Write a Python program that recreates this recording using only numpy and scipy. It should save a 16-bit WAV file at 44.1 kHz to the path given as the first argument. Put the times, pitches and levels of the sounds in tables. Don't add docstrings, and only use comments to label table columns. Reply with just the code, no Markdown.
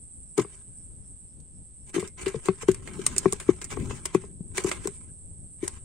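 import sys
import numpy as np
from scipy import signal
from scipy.io import wavfile
from scipy.ndimage import uniform_filter1d

SR = 44100
rng = np.random.default_rng(int(sys.argv[2]) if len(sys.argv) > 2 else 0)


def output_pcm(signal):
    pcm = np.clip(np.atleast_2d(signal).T, -1, 1) * 32767
    wavfile.write(sys.argv[1], SR, np.round(pcm).astype(np.int16))


N = 257544
TIME = np.arange(N) / SR
PORT_SHIFT = 0.0175


def amp(db):
    return 10 ** (np.asarray(db) / 20)


def unit(x):
    return x / np.sqrt(np.mean(x ** 2) + 1e-20)


def sides(db):
    gains = amp(np.array([[db / 2], [-db / 2]]))
    return gains / gains.mean()


def level(curve):
    s, db = np.transpose(curve)
    fade = np.interp(TIME, [s[0] - 0.02, s[0], s[-1], s[-1] + 0.044], [0, 1, 1, 0])
    return amp(np.interp(TIME, s, db)) * fade


def swell(s, half):
    return np.exp(-np.minimum(((TIME - s) / half) ** 2, 20))


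def add(mix, s, sound):
    part = mix[:, max(round(s * SR), 0):][:, :sound.shape[1]]
    part += sound[:, :part.shape[1]]


def pair(size, alike):
    z = rng.standard_normal((3, size))
    alike = np.clip(alike, 0, 1)
    return np.sqrt(alike) * z[0] + np.sqrt(1 - alike) * z[1:]


def wander(size, per_s):
    knots = np.arange(size) * per_s / SR
    return np.interp(knots, np.arange(size), rng.standard_normal(size))


def tint(x, spectrum):
    f, db = np.transpose(spectrum)
    hz = abs(np.fft.fftfreq(4096, 1 / SR)) + 1
    curves = [np.interp(np.log(hz), np.log(f * (1 + k * PORT_SHIFT)), db) for k in (1, -1)]
    log_gain = np.log(amp(curves))
    response = np.exp(np.conj(signal.hilbert(log_gain)))
    taps = np.fft.ifft(response).real[:, :len(hz) // 2]
    return signal.oaconvolve(x, taps / np.linalg.norm(taps[0]), axes=1)[:, :x.shape[1]]


def patchy(x, db, size):
    z = signal.stft(x, nperseg=512, noverlap=384)[2]
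    patches = rng.standard_normal(z.shape[1:])
    for axis in (0, 1):
        patches = uniform_filter1d(patches, size[axis], axis)
    gain = unit(amp(db * np.minimum(unit(patches), 1)))
    return signal.istft(z * gain, nperseg=512, noverlap=384)[1][:, :N]


def inside(x, wet_db, t60, dull_hz=5000, count=160):
    t = np.arange(SR // 6) / SR
    at = SR // 800 + (len(t) * 0.9 * rng.random((2, count)) ** 1.5).astype(int)
    taps = np.zeros((2, len(t)))
    np.put_along_axis(taps, at, rng.choice([-1., 1.], at.shape), 1)
    taps = (taps + taps[::-1] / 2) * amp(-60 * t / t60)
    taps = taps / np.linalg.norm(taps[0])
    taps = signal.lfilter(*signal.butter(1, dull_hz, fs=SR), taps)
    return x + amp(wet_db) * signal.oaconvolve(x, taps, axes=1)[:, :N]


# (frequency [Hz], relative density [dB per Hz])
FIELD_COLOUR = [(30, 12.5), (250, 10), (550, 8.5), (1000, 1), (1800, -3.5), (4500, -3.5), (5600, -4.5),
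                (6500, -3.5), (9800, -7.5), (11000, -28), (16000, -39)]


def field(gain_db=-70):
    return amp(gain_db) * tint(pair(N, 0.096), FIELD_COLOUR)


# (time of one chirp's crest [s], pitch [Hz], rate [chirps per s])
CRICKET_CHIRP = (.29, 5550, 3.92)
# (time [s], level before the fading [dB])
CRICKET_LEVEL = [(0, -83), (0.9, -72), (1.7, -76.5), (2.4, -82), (5.84, -83)]


def cricket(pan_db=-4, sharp=3.0, fade_db=2):
    crest, hz, per_s = CRICKET_CHIRP
    chirps = np.exp(sharp * (np.cos(2 * np.pi * per_s * (TIME - crest)) - 1))
    fading = amp(fade_db * np.tanh(wander(N, 4.4)))
    band = [(hz * 0.8, -40), (hz, 0), (hz * 1.2, -40)]  # (Hz, dB)
    return level(CRICKET_LEVEL) * sides(pan_db) * chirps * fading * tint(pair(N, 0.4), band)


INSECT_HZ, INSECT_LEAD_S = 173, 0.00041
# (time [s], level before the gain [dB])
INSECT_LEVEL = [(0.0, -51), (0.89, -50.5), (1.3, -54), (3.84, -52), (4.41, -54), (4.8, -50.5),
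                (5.02, -51.5), (5.84, -51.5)]
# (frequency [Hz], relative density [dB per Hz])
BUZZ_COLOUR = [(5000, -48.5), (6800, -29), (7350, -22.5), (7750, -1), (8250, 7), (8700, 3.5), (9200, -5),
               (10100, -17.5), (10500, -57.5), (11500, -88.5)]


def insect(gain_db=3, depth=0.3, drift=0.0035, flutter_db=1.7, pan_db=-3.0, alike=0.095):
    strokes = np.cumsum(INSECT_HZ * (1 + drift * wander(N, 3.8))) / SR
    beat = 1 + depth * np.cos(2 * np.pi * strokes)
    rasp = unit(beat * amp(flutter_db * wander(N, 26)))
    left, right = tint(rasp * pair(N, alike), BUZZ_COLOUR)
    right = np.roll(right, round(INSECT_LEAD_S * SR))
    return amp(gain_db) * level(INSECT_LEVEL) * sides(pan_db) * np.array([left, right])


# (time [s], level before the pan [dB])
BREEZE_LEVEL = [(0, -51.5), (2.3, -50), (3.0, -46), (3.4, -46.5), (3.8, -43), (4.2, -51), (4.5, -44),
                (4.9, -46.5), (5.84, -47.5)]
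# (frequency [Hz], relative density [dB per Hz])
LOW_COLOUR = [(20, -8), (60, 5), (110, -1), (180, -4), (300, -14), (500, -23.5), (900, -36.5),
              (2000, -78.5)]
# (frequency [Hz], relative density [dB per Hz])
GUST_COLOUR = [(20, 4.5), (50, -2.5), (100, -11), (250, -22.5), (1000, -64.5)]


def breeze(lumps, gusts_db=-5):
    low = tint(lumps * pair(N, 0.57), LOW_COLOUR)
    gusts = amp(gusts_db) * tint(lumps * pair(N, 0), GUST_COLOUR)
    return level(BREEZE_LEVEL) * (low + gusts)


# (time [s], level before the pan [dB], half length [s])
HAND_SHIFTS = [(3.03, -40.5, 0.18), (3.835, -36.5, 0.094), (4.55, -49.5, 0.31)]
# (frequency [Hz], relative density [dB per Hz])
GRIP_COLOUR = [(20, -9), (70, -4), (130, -0.5), (220, -0.5), (300, -8.5), (380, -2.5), (500, -22),
               (1500, -52)]


def handling(lumps):
    grip = sum(amp(db) * swell(s, half) for s, db, half in HAND_SHIFTS)
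    return grip * tint(lumps * pair(N, 0.64), GRIP_COLOUR)


def rumble(lump_db=3, pan_db=5):
    lumps = unit(amp(lump_db * wander(N, 25)))
    return sides(pan_db) * (breeze(lumps) + handling(lumps))


ROCK_DB, ROCK_LAG_S, ROCK_HZ = -24, 0.0162, 138.4
DRAG_FROM_S, DRAG_TO_S, DRAG_DB = 3.829, 3.93, -29.5
JUDDER_HZ, JUDDER_SPREAD = 141, 0.44
# (time [s], peak level before the pan [dB], pitch [Hz])
NUDGES = [(0.408, -35, 122), (2.363, -26, 139), (3.735, -35, 151), (3.853, -23, 100), (4.407, -26.5, 174.4),
          (4.503, -32, 87), (5.313, -35.5, 72.2), (5.734, -37, 72.6)]


def bumps(width_s=0.00091, t60=0.06, pan_db=7, uneven_s=0.0026, count=5):
    mix, t = np.zeros((2, N)), np.arange(SR // 8) / SR
    rocks = [(s + ROCK_LAG_S, db + ROCK_DB, ROCK_HZ) for s, db, *_ in THUMPS]
    judders = []
    for s in np.linspace(DRAG_FROM_S, DRAG_TO_S, count):
        late, high = rng.standard_normal(2)
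        judders.append((s + uneven_s * late, DRAG_DB, JUDDER_HZ * 2 ** (JUDDER_SPREAD * high)))
    for s, db, hz in NUDGES + rocks + judders:
        envelope = (1 - np.exp(-t / width_s)) * amp(-60 * t / t60)
        bump = envelope * np.sin(2 * np.pi * hz * t)
        add(mix, s, amp(db) * sides(pan_db) * bump / abs(bump).max())
    return mix


WIPE_HALF_S = 0.017
SKID_DB, SKID_LAG_S = -25.5, 0.0093
# (time [s], level before the gain [dB])
SLITHER_BOUTS = [
    [(0.43, -70), (0.55, -54.5), (0.66, -72), (1.1, -77)],
    [(2.19, -56), (2.27, -48.5), (2.4, -55), (2.82, -57.5), (2.9, -48), (3.15, -45.5), (3.45, -53.5),
     (3.55, -55.5)],
    [(3.58, -55), (3.68, -59), (3.82, -46), (3.95, -50), (4.05, -59.5), (4.23, -53.5), (4.29, -61.5)],
    [(4.47, -73), (4.54, -63.5), (4.63, -54), (4.72, -41.5), (4.8, -52.5), (5.08, -65)],
    [(5.6, -62.5), (5.76, -53), (5.84, -70)],
]
# (time [s], level before the wipe gain [dB], wet fizz relative to the wipe [dB])
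WIPES = [(0.396, -29, -4), (1.888, -46, 4), (1.962, -25.5, -2.5), (2.054, -33, -12), (2.192, -38, -19),
         (2.225, -33.5, 1), (2.366, -45, -25), (2.464, -33.5, 1.5), (2.622, -34.5, 0), (3.502, -41, -22),
         (3.724, -30, 1), (3.908, -34.5, -13), (3.966, -38, 1.5), (4.573, -26, 2), (4.605, -31, 2),
         (4.679, -24.5, 0.5), (4.728, -36.5, 5.5), (4.848, -46, 5), (4.960, -54.5, 7), (5.639, -36, 2),
         (5.665, -44, 3)]
# (frequency [Hz], relative density [dB per Hz])
SCALE_COLOUR = [(150, -15.5), (380, 10.5), (650, -7), (1050, 2.5), (1500, -2), (2200, -0.5), (3400, -6.5),
                (5000, -12.5), (7000, -4), (12000, -34)]


def slither(gain_db=-3, wipe_db=-11, fizz_db=-3, skid_fizz_db=-12, clump_db=5.0, grain_db=4.0, patchy_db=4):
    rub = amp(gain_db) * sum(level(bout) for bout in SLITHER_BOUTS)
    fizz = amp(fizz_db) * rub
    skids = [(s + SKID_LAG_S, db + SKID_DB, skid_fizz_db) for s, db, *_ in THUMPS]
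    for s, db, wet_db in WIPES + skids:
        stroke = amp(db + wipe_db) * swell(s, WIPE_HALF_S)
        rub = rub + stroke
        fizz = fizz + amp(wet_db) * stroke
    clumps_db = clump_db * np.tanh(wander(N, 120))
    catches = unit(amp(clumps_db + grain_db * wander(N, 2500)))
    dry_rub = tint(rub * catches * pair(N, 0.23), SCALE_COLOUR)
    wet_fizz = tint(fizz * catches * pair(N, 0.075), SPRAY_COLOUR)
    return patchy(inside(dry_rub + wet_fizz, wet_db=-4.5, t60=0.069), patchy_db, size=(4, 16))


SMACK_RISE_S = 0.0007
# (time [s], level before the layer gains [dB], mid-range body relative to the spray [dB],
# left-right difference [dB], t60 [s])
SMACKS_AND_TICK = [(0.379, -21, -2.5, -0.5, 0.02), (0.414, -33.5, 0, 0, 0.066),
                   (1.402, -48, -22, -5, 0.037), (1.941, -32.5, -1, -6, 0.061),
                   (1.996, -30, -1.5, 0.5, 0.11), (2.075, -33.5, -8, -3, 0.043), (2.260, -33, 9, 0, 0.078),
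                   (2.280, -31, -1, 1, 0.073), (2.457, -31.5, -1.5, -6, .05),
                   (2.4848, -35, 10.5, -2, 0.027), (2.683, -30.5, 4.5, -3, 0.086),
                   (2.715, -27.5, -12, -1, .027), (2.745, -29.5, -4.5, 1, .022),
                   (2.875, -36.5, 7, 3, 0.032), (3.064, -11.5, -13.5, 2, 0.032),
                   (3.163, -30, 0.5, -10, 0.047), (3.181, -14, -26, -4.5, 0.037),
                   (3.324, -16, -36, 2, 0.013), (3.3315, -21, -25, -3, 0.011),
                   (3.399, -31.5, -2.5, 0, 0.12), (3.615, -28, -1.5, -2, 0.053),
                   (3.643, -27.5, -10.5, -1, 0.043), (3.704, -37.5, 4.5, -3, 0.16),
                   (4.055, -16.5, -4.5, 4.5, 0.029), (4.146, -25, 1, -1, 0.03), (4.580, -20, 4, 2, 0.016),
                   (4.639, -24, -11, -5, 0.029), (4.694, -25, -18, -14, 0.023),
                   (4.7143, -29, 8.5, -4, 0.047), (4.873, -22.5, -10.5, -0.5, 0.023),
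                   (5.678, -23.5, -10.5, 5, 0.028)]
# (frequency [Hz], relative density [dB per Hz])
SPRAY_COLOUR = [(300, -29), (1500, -26), (4500, -13.5), (6500, -5.5), (7700, 2.5), (8800, 1.5),
                (9700, -9.5), (11000, -21.5), (12800, -22), (15500, -28)]
# (frequency [Hz], relative density [dB per Hz])
FLESH_COLOUR = [(150, -32.5), (380, 12), (650, -5), (1100, 2), (1500, 0), (2200, 3.5), (3200, -4.5),
                (5000, -8), (7000, -36), (12000, -64)]


def smacks(spray_db=-3, flesh_db=-5.5, grain_db=4.5, brush_db=-24, brush_s=0.0057, patchy_db=4):
    spray, flesh = np.zeros((2, N)), np.zeros((2, N))
    t = np.arange(-SR // 40, SR // 6) / SR
    for s, db, body_db, pan_db, t60 in SMACKS_AND_TICK:
        decay = amp(-60 * np.maximum(t - 2 * SMACK_RISE_S, 0) / t60)
        burst = (1 + np.tanh(t / SMACK_RISE_S)) * decay
        shape = burst / burst.max() + amp(brush_db) * np.exp(-abs(t) / brush_s)
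        cracks = amp(db) * shape * unit(amp(grain_db * wander(len(t), 1510.5)))
        add(spray, s + t[0], cracks * sides(pan_db) * pair(len(t), 0.0073))
        add(flesh, s + t[0], cracks * amp(body_db) * pair(len(t), 0.53))
    splash = inside(amp(spray_db) * tint(spray, SPRAY_COLOUR), wet_db=-12.5, t60=0.25)
    slap = inside(amp(flesh_db) * tint(flesh, FLESH_COLOUR), wet_db=-6, t60=0.27)
    return patchy(splash + slap, patchy_db, size=(4, 10))


AIR_HZ, BUILD_S = 380, 0.003284
BASE_FOLLOWS = 0.45
RING_LENGTH, LINGER_PER_DB = 0.61, 0.017
THUMP_PAN_DB = 7.5
# (time [s], drive level before the gain [dB],
# air tone [Hz], ring of the plastic before its trim [dB], muting by the body [dB])
THUMPS = [(0.378, -18.5, 396, -24, -24), (0.385, -12.5, 389, -16, -13.5), (0.393, -23, 320, -5, -4),
          (0.402, -22.5, 391, -17, -4), (0.447, -36, 410, -6.5, -8), (1.942, -29, 340, -15, -2),
          (1.962, -17.5, 361, -18.5, -6), (1.980, -17.5, 370, -17, -3.5), (2.026, -28, 426, -9.5, -6),
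          (2.265, -17.5, 390, -36, 1), (2.343, -23.5, 451, -17, -7.5), (2.361, -36.5, 362, -20.5, 3),
          (2.485, -12, 385, -8, -0.5), (2.630, -32.5, 448, -11.5, -14), (2.685, -7, 380.3, -19, -1.5),
          (2.991, -25, 383, -27, -3), (3.256, -9, 384.6, -10, -4), (3.327, -26, 410, -6, -15),
          (3.489, -6, 368, -24, -19), (3.771, -28, 406, -5.5, -20), (3.908, -33, 423, -4, -36),
          (4.148, -9.5, 377.6, -13, -14), (4.238, -37, 409, -9.5, -8), (4.580, -32, 377, -10, 1),
          (4.645, -16, 376, -19, -7), (4.674, -27.5, 368, -13, -11), (4.854, -22, 393, -35, -19),
          (4.874, -28, 405, -6.5, 2.5), (5.629, -21.5, 356, -31, -14)]
# (frequency before loading [Hz], level before the zone trims [dB], t60 before the ring length [s])
BUCKET_MODES = [(118, 9, 0.18), (172, 16.5, 0.14), (214, 18, 0.11), (317, 0.5, 0.026), (375.2, 2.5, 0.14),
                (415.4, -22.5, 0.25), (602, -13, 0.052), (741, -11.5, 0.079), (938, -1.5, 0.02),
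                (1103, 1, 0.041), (1210, -11, 0.016), (1190, -8.5, 0.0058), (1978, -8.5, 0.033),
                (2430, -17, 0.06)]


def thumps(gain_db=1, wall_db=1, base_db=-19, base_rise=0.00835, wall_rise=0.0011, scatter=0.049, contact=0.012):
    mix, t = np.zeros((2, N)), np.arange(SR // 4) / SR
    hz, mode_db, t60 = np.transpose(BUCKET_MODES)[:, :, None]
    zones = np.log([210, 310, 460, 750])
    base = np.interp(np.log(hz), zones, [1, 0, 0, 0])
    wall = np.interp(np.log(hz), zones, [0, 0, 0, 1])
    air = 1 - base - wall
    rise = base * base_rise + wall * wall_rise + air * BUILD_S
    settled = 1 - np.exp(-(t / contact) ** 4)
    for s, db, air_hz, ring_db, muted_db in THUMPS:
        detune = 1 + scatter * (1 - air) * rng.standard_normal(hz.shape)
        loaded = hz * (air_hz / AIR_HZ) ** air * detune
        zone_db = base * (BASE_FOLLOWS * ring_db + base_db) + wall * (ring_db + wall_db)
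        size_db = mode_db + zone_db + (1 - base / 2) * muted_db * settled
        length = RING_LENGTH - LINGER_PER_DB * muted_db
        size = amp(size_db - 60 * t / (t60 * length)) * (1 - np.exp(-(t / rise) ** 2))
        ring = (size * np.sin(2 * np.pi * loaded * (t - 1.522 * rise))).sum(0)
        add(mix, s, amp(db + gain_db) * sides(THUMP_PAN_DB) * ring)
    return mix


def scene():
    background = field() + cricket() + insect() + rumble()
    return background + bumps() + slither() + smacks() + thumps()


def record(dry):
    taps = signal.firwin(511, 16000, window=("kaiser", 9), fs=SR)
    return signal.oaconvolve(dry, taps[None], "same", axes=1)


dry = scene()
out = record(dry)
output_pcm(out)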